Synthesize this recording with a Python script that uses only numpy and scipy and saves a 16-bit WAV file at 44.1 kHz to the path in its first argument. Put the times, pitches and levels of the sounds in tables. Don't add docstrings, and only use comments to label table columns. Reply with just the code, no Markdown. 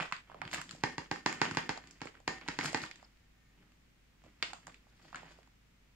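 import sys
import numpy as np
from scipy import signal
from scipy.fft import rfft, irfft, next_fast_len
from scipy.io import wavfile
from scipy.ndimage import uniform_filter1d, minimum_filter1d, map_coordinates

SR = 44100
rng = np.random.default_rng(int(sys.argv[2]) if len(sys.argv) > 2 else 0)


def voltage_ratio(decibels):
    exponent = np.asarray(decibels, float) / 20
    return 10 ** exponent


def persist_wave(psi):
    counts = np.round(np.clip(psi, -1, 1) * 32767).astype(np.int16)
    wavfile.write(sys.argv[1], SR, np.atleast_2d(counts).T)


N = 262395

# (time [s], click peak [dB], table thud [dB], plate ring [dB], bag boom [dB])
RIM_TAPS = [(0.836, -15, -23, -24, -5), (0.9806, -22, -21, -28, -8), (1.1128, -18, -23, -25.5, -7),
            (1.261, -11.5, -36, -24, -9), (1.4153, -11.5, -30, -27, -8), (1.51, -29.5, -12, -29, -12),
            (1.5703, -15, -25.5, -28.5, -8), (1.6919, -17, -27.5, -24.5, -9), (2.0158, -26, -23, -29, -10),
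            (2.2774, -15, -30.5, -23.5, -9), (2.4849, -18.5, -26, -37, -22),
            (2.5881, -17.5, -31.5, -23, -10), (2.7453, -15.5, -28, -23.5, -7)]
PAN_SCATTER_DB = 2.5


def along(points, hz):
    f, v = np.transpose(points)
    return np.interp(np.log(hz + 1), np.log(f + 1), v)


def unit(x):
    return x / np.sqrt(np.mean(x ** 2) + 1e-20)


def peak_one(pair):
    equal = pair / np.linalg.norm(pair, axis=1)[:, None]
    return equal * np.linalg.norm(pair[0]) / abs(pair[0]).max()


def filtered(x, response):
    m = next_fast_len(N + SR // 2)
    return irfft(rfft(x, m) * response(np.fft.rfftfreq(m, 1 / SR)), m)[..., :N]


def bandpass(x, low_hz, high_hz):
    return signal.lfilter(*signal.butter(2, [low_hz, high_hz], "band", fs=SR), x)


def causal(points, scale=1, size=2048):
    c = irfft(np.log(voltage_ratio(scale * along(points, np.fft.rfftfreq(size, 1 / SR)))))
    c[1:size // 2] *= 2
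    c[size // 2 + 1:] = 0
    return irfft(np.exp(rfft(c)))[:size // 2]


def resonant(hz, modes):
    total = 0
    for k, (centre, width, db) in enumerate(modes):
        mode = 1j * hz * width / (centre * centre - hz * hz + 1j * hz * width)
        total = total + (-1) ** k * voltage_ratio(db) * mode
    return total


def add(track, s, sound):
    part = track[..., round(s * SR):][..., :sound.shape[-1]]
    part += sound[..., :part.shape[-1]]


def taps():
    # (frequency [Hz], level [dB])
    tap_tone = [(60, 2.5), (200, 0), (600, -3), (1000, 4.5), (2400, 3.5), (4700, -5), (7000, -6),
                (10000, -19), (15000, -51)]
    # (delay [ms], gain)
    rebounds = [(.5, 0.12), (.9, 0.012), (1.35, 0.021), (1.622, -0.3), (2.1, 0.13), (2.5, 0.12),
                (3.1, 0.058), (3.6, 0.13)]
    # (frequency [Hz], level [dB], t60 [s])
    bag_modes = [(890, -3, .013), (1230, -6, .012), (1480, -5, .012), (2170, -5, .011), (300, -16, .016)]
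    # (frequency [Hz], level [dB])
    rim_comb = [(480, 0), (670, -8), (820, 1), (1400, 1), (2300, 3), (3300, -3), (4800, 1), (8000, -1)]
    # (time [s], ring [dB])
    touches = [
        (1.02, -68),
        (1.801, -59),
        (2.54, -58),
        (3.22, -72),
        (3.332, -76),
        (3.37, -75),
        (3.41, -68),
        (3.45, -68),
        (3.49, -73),
    ]
    # (time [s], level [dB])
    bumps = [
        (.004, -60),
        (.12, -60),
        (.452, -52),
        (.535, -57),
        (.585, -59),
        (.728, -58),
        (2.05, -60),
        (2.66, -56),
        (4.25, -66),
        (4.43, -67),
    ]
    soft_hz = 2640
    wall_ms, wall_db = 9.8, -19
    boom_late_s, boom_scatter = .0022, .04

    click, thud, ring = np.zeros(N), np.zeros(N), np.zeros((2, N))
    t = np.arange(900) / SR
    pulse = causal(tap_tone)
    pulse = -pulse / abs(pulse).max()
    dull = signal.lfilter(*signal.butter(2, soft_hz, fs=SR), pulse)
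    for s, db, thud_db, ring_db, bag_db in RIM_TAPS:
        add(click, s + 0.000915, voltage_ratio(db + 3.5) * pulse)
        add(click, s + wall_ms / 1000, voltage_ratio(db + wall_db) * (pulse[6:] - pulse[:-6]))
        scatter = rng.standard_normal((len(rebounds), 2))
        for (ms, gain), (late, size) in zip(rebounds, scatter):
            rebound_s = s + 0.000858 + (ms + 0.022 * late) / 1000
            add(click, rebound_s, voltage_ratio(db + 10 + 1.5 * size) * gain * dull)
        boom = np.zeros(len(t))
        for hz, level, t60 in bag_modes:
            pitch_hz = hz * (1 + boom_scatter * rng.normal())
            boom += voltage_ratio(level - 60 * t / t60) * np.sin(2 * np.pi * pitch_hz * t)
        add(click, s + boom_late_s, voltage_ratio(db + bag_db) * boom)
        add(thud, s + 0.0012, voltage_ratio(db + thud_db + 24) * np.hanning(60))
        add(ring, s + 0.001155, plate(db + ring_db))
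    for s, db in bumps:
        add(thud, s, voltage_ratio(db + 24) * np.hanning(200))
    for s, db in touches:
        add(ring, s, plate(db))
    return signal.fftconvolve(click, causal(rim_comb))[:N], filtered(thud, table) * voltage_ratio(-8.5) + ring


def plate(db):
    # (frequency [Hz], level [dB], t60 [s])
    china_modes = [(766, -11, .4), (1195, -10, .3), (1521, -11, .4), (1694, -10, .3), (1812, -7, .3),
                   (1821, -3, .48), (2156, -8, .4), (4171, -14, .32), (6826, -12, .32)]
    t = np.arange(SR // 3) / SR

    def flutter():
        return map_coordinates(rng.standard_normal(40), [t * 60], order=1)

    ring = 0
    for hz, level, t60 in china_modes:
        level_db = level + rng.normal(0, 2, (2, 1)) + 1.1 * flutter() - 60 * t / t60
        phase = 2 * np.pi * hz * t + 0.37 * flutter() + rng.uniform(0, 2.1, (2, 1))
        ring = ring + voltage_ratio(level_db) * np.sin(phase)
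    return voltage_ratio(db) * ring * (1 - np.exp(-t / 0.0038))


def table(hz):
    # (frequency [Hz], width [Hz], level [dB])
    wood_modes = [(93, 120, -4), (169, 33.5, 6.5), (243.3, 30, 2.5), (313.5, 75, 1)]
    low_hz = 50
    return resonant(hz, wood_modes) * (1j * hz / (low_hz + 1j * hz)) ** 2


def snaps():
    # (time [s], peak [dB], panel pitch [Hz], crack [dB])
    tipping = [(0.0, -27, 1010, -26), (0.006, -26.5, 1890, -37), (0.028, -37, 1030, -8),
               (0.054, -40, 1450, -28), (0.113, -40, 1090, -15), (0.123, -19.5, 1690, -20),
               (0.164, -43, 2640, -18), (0.298, -43.5, 1040, -33), (0.316, -40.5, 1040, -35),
               (0.344, -39, 780, -36), (0.387, -53, 783, -21), (0.416, -27.5, 1220, -45),
               (0.441, -47, 1520, -27), (0.451, -39, 2040, -31), (0.476, -41, 2120, -14),
               (0.513, -42, 1470, 4), (0.53, -27, 2460, -15), (0.537, -36, 890, -1), (0.544, -31, 1710, -1),
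               (0.558, -35.5, 1230, -19), (0.582, -34.5, 1620, -11), (0.614, -44, 1570, 7.5),
               (0.639, -45, 1670, -20), (0.692, -37.5, 2700, -8), (0.709, -45, 1830, 10),
               (0.749, -51, 641, -10), (0.768, -57, 1670, -21)]
    # (time [s], peak [dB], panel pitch [Hz], crack [dB])
    pouring = [(1.159, -35, 1650, -27), (1.326, -43.5, 1820, 7.5), (1.444, -33, 1720, -7),
               (1.511, -33, 1510, -11), (1.548, -34, 1680, -13), (1.774, -41, 890, -3),
               (1.839, -44, 1640, -18), (1.872, -49.5, 2760, 1.5), (1.909, -44.5, 5300, -2.5),
               (2.006, -42, 1710, -20), (2.055, -45, 496, 1.5), (2.071, -38.5, 1780, -11),
               (2.152, -47, 1600, -29), (2.201, -53, 767, -3), (2.412, -39.5, 1770, -27),
               (2.463, -47, 926, -18.5), (2.478, -34, 2200, -8), (2.61, -25.5, 1780, -22),
               (2.645, -28, 1550, -9), (2.657, -32.5, 1230, 0.5), (2.686, -39, 1470, -19),
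               (2.73, -42, 902, 4), (2.773, -32.5, 1810, -5.5), (2.837, -30, 1420, -20),
               (2.861, -41, 2510, -22.5), (2.912, -36, 2550, -27), (2.957, -51.5, 2660, 4),
               (3.027, -48, 950, -8), (3.171, -62, 2640, -15)]
    # (time [s], peak [dB], panel pitch [Hz], crack [dB])
    digging = [(3.628, -58.5, 1100, -29.5), (3.719, -60.5, 974, -3), (4.238, -55, 840, -1),
               (4.262, -54.5, 490, -13.5), (4.4254, -16, 2400, -19), (4.4268, -28, 2700, -22),
               (4.4285, -30, 1700, -20), (4.429, -44, 580, -30), (4.532, -33, 1100, -8),
               (4.632, -54, 1570, -25), (4.669, -37.5, 1300, -4.5), (4.679, -45, 724, -5),
               (4.722, -55, 2200, -15), (4.743, -43.5, 2260, -13), (4.868, -58.5, 910, -25),
               (5.052, -51, 690, -23), (5.128, -38.5, 1090, -29), (5.145, -32, 1200, -44),
               (5.157, -36, 1660, -8), (5.163, -45, 2240, -28), (5.191, -55, 895, -21),
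               (5.231, -45, 830, -11), (5.26, -53, 921, -16), (5.312, -53, 685, -19),
               (5.387, -53, 635, -29), (5.43, -53, 2050, -13), (5.473, -58, 920, -8)]
    # (frequency [Hz], level [dB])
    crack_tone = [(300, -43.5), (1000, 0.5), (2500, -0.5), (5000, -10.5), (7500, 0.5), (9500, -17.5),
                  (15000, -50)]
    # (creases, puff [dB], left-right [dB])
    grips = [(tipping, -17.5, -3.5), (pouring, -18.5, -4.5), (digging, -18, -3)]
    puff_lag = 0.32

    near, far = np.zeros((2, N)), np.zeros(N)
    t = np.arange(600) / SR
    crack_pulse = causal(crack_tone)[:300]
    bag_air = signal.butter(1, [170, 900], "band", fs=SR)
    pop = -1. * (t == 0)
    for creases, puff_db, pan_db in grips:
        for s, db, hz, crack_db in creases:
            shiver_gain = .3 * voltage_ratio(-1.2 * max(db + 25, 0))
            shiver = pop + shiver_gain * rng.standard_normal(len(t)) * np.exp(-t / .0016)
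            release = [shiver, pop]
            panel = peak_one(bandpass(release, hz / 1.606, hz * 1.467))
            crack = peak_one(signal.lfilter(crack_pulse, 1, release))
            close, distant = voltage_ratio(db + 2.5) * panel + voltage_ratio(db + crack_db + 6.5) * crack
            puff_level_db = db - puff_lag * (db + 39.5) + puff_db + 8
            puff = voltage_ratio(puff_level_db) * peak_one(signal.lfilter(*bag_air, release))[0]
            spot_db = pan_db + PAN_SCATTER_DB * rng.normal()
            add(near, s + .0008, voltage_ratio(spot_db * np.array([[.5], [-.5]])) * close + puff)
            add(far, s + .0008, distant + 0.42 * puff)
    return near, far


def shake():
    # (strongest [s], fade per 20 dB [s], rub [dB], ticks over rub [dB],
    # rumble over rub [dB])
    arm_strokes = [(0.0, 0.0771, -29.5, -15, -18), (0.33, 0.3, -61, -14, -8.5),
                   (0.46, 0.17, -52, -20, -0.5), (0.54, 0.05, -40, -2, -9), (0.585, .07, -45, -10, -5.5),
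                   (0.72, 0.3, -56, -3, -2), (1.36, 0, -50, -3, -14), (1.46, 0.18, -44.5, -23, -4.5),
                   (1.56, 0.12, -53.5, -11, 4), (1.88, .15, -62, -3, 0.5), (2.03, .15, -54.5, -12, -11),
                   (2.17, 0.06, -62, -12, 0), (2.45, 0.18, -51, -16, -7.5), (2.655, 0.1071, -39, -5, -3),
                   (2.828, 0.0673, -48, 0.5, -0.5), (2.99, 0.26, -63, -5.5, -7),
                   (3.62, 0.2, -64.5, -18.5, -2.5), (4.26, 0.1, -60, -9, -3), (4.5, 0.21, -57, -6, -6),
                   (4.69, .14, -60, -10, -3), (5.05, 0.24, -57, -5.5, -10.5), (5.17, 0.13, -55, -11.5, -12),
                   (5.24, 0.21, -54, -9, -8.5), (5.32, 0.19, -59, -8, -12)]
    rise_share = 0.8
    spill_db, spill_ticks_db, spill_rumble_db, spill_fade_s = -29, -9, -11, 0.18

    strokes = [(*row, rise_share) for row in arm_strokes]
    for s, db, *_ in RIM_TAPS:
        strokes.append((s, spill_fade_s, db + spill_db, spill_ticks_db, spill_rumble_db, .02))
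    t, power = np.arange(0, N, 32) / SR, 0
    for s, fade_s, db, ticks_db, rumble_db, rise in strokes:
        level_db = db - 20 * np.where(t < s, (s - t) / rise, t - s) / fade_s
        power = power + voltage_ratio(level_db + np.array([[0], [ticks_db], [rumble_db]])) ** 2
    return [np.interp(np.arange(N) / SR, t, row) for row in np.sqrt(power)]


def grains(rate, spread_db, tone):
    clumps = map_coordinates(rng.standard_normal(500), [np.linspace(0, 499, N)])
    hits = rng.uniform(size=N) < rate / SR * voltage_ratio(6 * clumps)
    size_db = spread_db * np.minimum(rng.exponential(size=N), 4.)
    sizes = voltage_ratio(size_db) * rng.standard_normal(N)
    return unit(signal.fftconvolve(hits * sizes, causal(tone))[:N])


def rustle():
    # (frequency [Hz], level [dB])
    rub_tone = [(200, -32), (500, -6.5), (900, -3), (2000, 3), (3200, -3.5), (5000, -29), (15000, -62)]
    # (frequency [Hz], level [dB])
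    tick_tone = [(400, -30), (1200, -2), (2500, 1.5), (4000, -3.5), (6000, -3), (8000, -5), (11000, -14.5),
                 (15500, -25)]
    rub_gain, tick_gain, rumble_gain = shake()
    rub = rub_gain * grains(1100, 3.3, rub_tone) * voltage_ratio(-2.5)
    ticks = tick_gain * grains(2400, 2.7, tick_tone) * voltage_ratio(-2)
    rumble = rumble_gain * unit(filtered(rng.standard_normal(N), table))
    return rub + ticks, rumble


def flakes():
    # (time [s], peak [dB], centre frequency [Hz])
    flake_hits = [(.524, -46, 8500), (.534, -36, 9500), (.544, -38, 10000), (.551, -42, 9000),
                  (.56, -46, 8500), (.57, -42, 6000), (.616, -40, 9000), (.67, -52, 5000),
                  (.711, -35, 6000), (.72, -46, 6000), (.728, -50, 7500), (.749, -48, 7000),
                  (1.128, -48, 10000), (1.327, -42, 9000), (1.339, -49, 10000), (1.354, -50, 10000),
                  (1.393, -49, 5000), (1.448, -34, 5000), (1.52, -44, 6000), (1.557, -44, 7000),
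                  (1.589, -44, 9500), (1.611, -50, 9500), (1.662, -54, 9500), (1.73, -41, 5000),
                  (1.777, -42, 5000), (2.574, -42, 2500), (2.602, -35, 5500), (2.637, -33, 5000),
                  (2.642, -29, 7500), (2.653, -40, 10000), (2.66, -28, 5500), (2.665, -35, 6000),
                  (2.677, -36, 6500), (2.682, -34, 1900), (2.693, -38, 2200), (2.725, -39, 6000),
                  (2.729, -42, 7000), (2.76, -35, 5000), (2.819, -39, 5000), (2.825, -43, 7000),
                  (2.851, -43, 6000), (2.874, -44, 2700), (2.883, -43, 2700), (2.934, -50, 7000),
                  (4.533, -36, 2500), (4.534, -41, 4800), (4.669, -39, 7500), (4.681, -50, 7500),
                  (4.252, -58, 500), (4.27, -58, 900), (4.285, -62, 1500), (5.0, -58, 1100),
                  (5.03, -58, 900), (5.06, -57, 2700), (5.083, -56, 1400), (5.173, -50, 2200),
                  (5.24, -52, 900), (5.263, -56, 2600), (5.316, -54, 1600)]
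    decay_s, width = .0009, 1.4
    out, t = np.zeros((2, N)), np.arange(300) / SR
    for s, db, hz in flake_hits:
        burst = rng.standard_normal(len(t)) * np.exp(-t / decay_s)
        tick = bandpass(burst, hz / width, hz * width)
        spot_db = PAN_SCATTER_DB * rng.normal() * np.array([[.5], [-.5]])
        add(out, s - .0005, voltage_ratio(db + spot_db) * tick / abs(tick).max())
    return out


def squeak():
    # (time [s], pitch [Hz], level [dB])
    slip = [
        (3.011, 4900, -69),
        (3.03, 4750, -78),
        (3.04, 4900, -72),
        (3.048, 4900, -53.5),
        (3.058, 4800, -77),
    ]
    s, hz, db = np.transpose(slip)
    t = np.arange(N) / SR
    rough_hz = 3600 * uniform_filter1d(rng.standard_normal(N), size=60)
    phase = 2 * np.pi * np.cumsum(np.interp(t, s, hz) + rough_hz) / SR
    return voltage_ratio(np.interp(t, s, db, -200, -200)) * np.sin(phase)


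def ports(x):
    # (frequency [Hz], left-right [dB])
    port_balance = [(150, 0.5), (400, -5), (750, -14), (1200, 1), (2400, -5), (4500, 21), (5500, -18),
                    (6800, 18.5), (8200, -4), (10000, -13), (13000, -32)]
    left = np.pad(causal(port_balance, 1 / 2), (4, 0))
    right = np.pad(causal(port_balance, -1 / 2), (0, 4))
    return signal.fftconvolve(x, np.array([left, right]), axes=1)[:, :N]


def cavity(x):
    # (frequency [Hz], level [dB])
    capsule_tone = [(25, -24), (70, 4.5), (150, 2.5), (3600, -3), (4300, -2.5), (4800, 2.5), (5400, -3),
                    (6000, -4), (7200, -3), (8500, -5.5), (11000, -11.5), (15500, -21.5)]
    return signal.fftconvolve(x, causal(capsule_tone)[None], axes=1)[:, :N]


def room(x):
    # (frequency [Hz], t60 [s])
    decay = [(150, 0.51), (700, 0.21), (2000, 0.25), (5000, 0.29), (12000, 0.37)]
    # (frequency [Hz], level [dB])
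    wall_tone = [(100, -9), (300, -2), (600, 1), (2000, -1.5), (5000, 3), (12000, -3)]
    out, step = np.zeros((2, N)), SR // 5
    for start in range(0, N, step):
        hz, t, z = signal.stft(rng.standard_normal((2, SR // 3)), SR, nperseg=256)
        level_db = along(wall_tone, hz)[:, None] - 60 * t / along(decay, hz)[:, None]
        tail = signal.istft(z * voltage_ratio(level_db), SR, nperseg=256)[1]
        tail[1] = shared_bass(tail)
        tail = tail / np.linalg.norm(tail[0])
        add(out, start / SR + .0025, signal.fftconvolve(x[None, start:start + step], tail, axes=1))
    return out


def shared_bass(pair):
    low = signal.lfilter(*signal.butter(2, 600, fs=SR), pair[0] - pair[1])
    return pair[1] + low


def air():
    # (frequency [Hz], density [dB per Hz])
    air_tone = [(20, -9), (32, -5), (45, -16), (62, -21), (90, -6), (170, -10), (240, -10.5), (330, -18.5),
                (550, -21.5), (1000, -24.5), (2200, -21), (4000, -28), (7500, -32.5), (9000, -39.5),
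                (16000, -39.5)]
    # (frequency [Hz], left-right likeness)
    likeness = [(60, .99), (130, .92), (290, .45), (640, -.2), (1400, .2), (3100, -.1), (6800, 0),
                (15000, 0)]
    # frequency [Hz], level [dB rms], wander [Hz]
    motor = (49.3, -68.5, 5.08)
    air_db = -69.5

    def mid_side(hz):
        turn = np.arccos(np.clip(along(likeness, hz), -1, 1)) / 2
        return voltage_ratio(along(air_tone, hz)) * [np.cos(turn), np.sin(turn)]

    mid, side = filtered(rng.standard_normal((2, N)), mid_side)
    hum_hz, hum_db, wander_hz = motor
    drift, swell = (map_coordinates(rng.standard_normal(120), [np.linspace(0, 119, N)]) for _ in range(2))
    phase = 2 * np.pi * np.cumsum(hum_hz + wander_hz * drift) / SR
    hum = voltage_ratio(hum_db + 1.5 + 1.9 * swell) * np.sin(phase)
    return voltage_ratio(air_db) * np.array([mid + side, mid - side]) / np.std(mid) + hum


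def gate(x, open_db, depth_db, hold=0.078):
    level = np.sqrt(abs(uniform_filter1d(np.mean(x ** 2, axis=0), size=256)))
    span = round(hold * SR)
    held = -minimum_filter1d(-level, size=span, origin=(span - 1) // 2)
    under_db = np.clip(2.3 * (20 * np.log10(held + 1e-9) - open_db), -depth_db, 0)
    return x * voltage_ratio(uniform_filter1d(under_db, size=400))


def scene():
    click, wood_and_china = taps()
    film, rumble = rustle()
    creases, creases_far = snaps()
    ticks = flakes()
    bag = click + film
    direct = ports(bag + creases + ticks + squeak()) + wood_and_china
    walls = voltage_ratio(-3) * room(bag + creases_far + voltage_ratio(-3) * ticks.mean(0))
    heard = cavity(direct + walls)
    return gate(heard, open_db=-39, depth_db=3) + rumble + air()


def low_pass(x):
    return signal.sosfilt(signal.butter(12, 15950, fs=SR, output="sos"), x)


def record(dry):
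    top_hz = 15750
    mix = filtered(dry, lambda hz: hz < top_hz)
    return low_pass(mix)


dry = scene()
out = record(dry)
persist_wave(out)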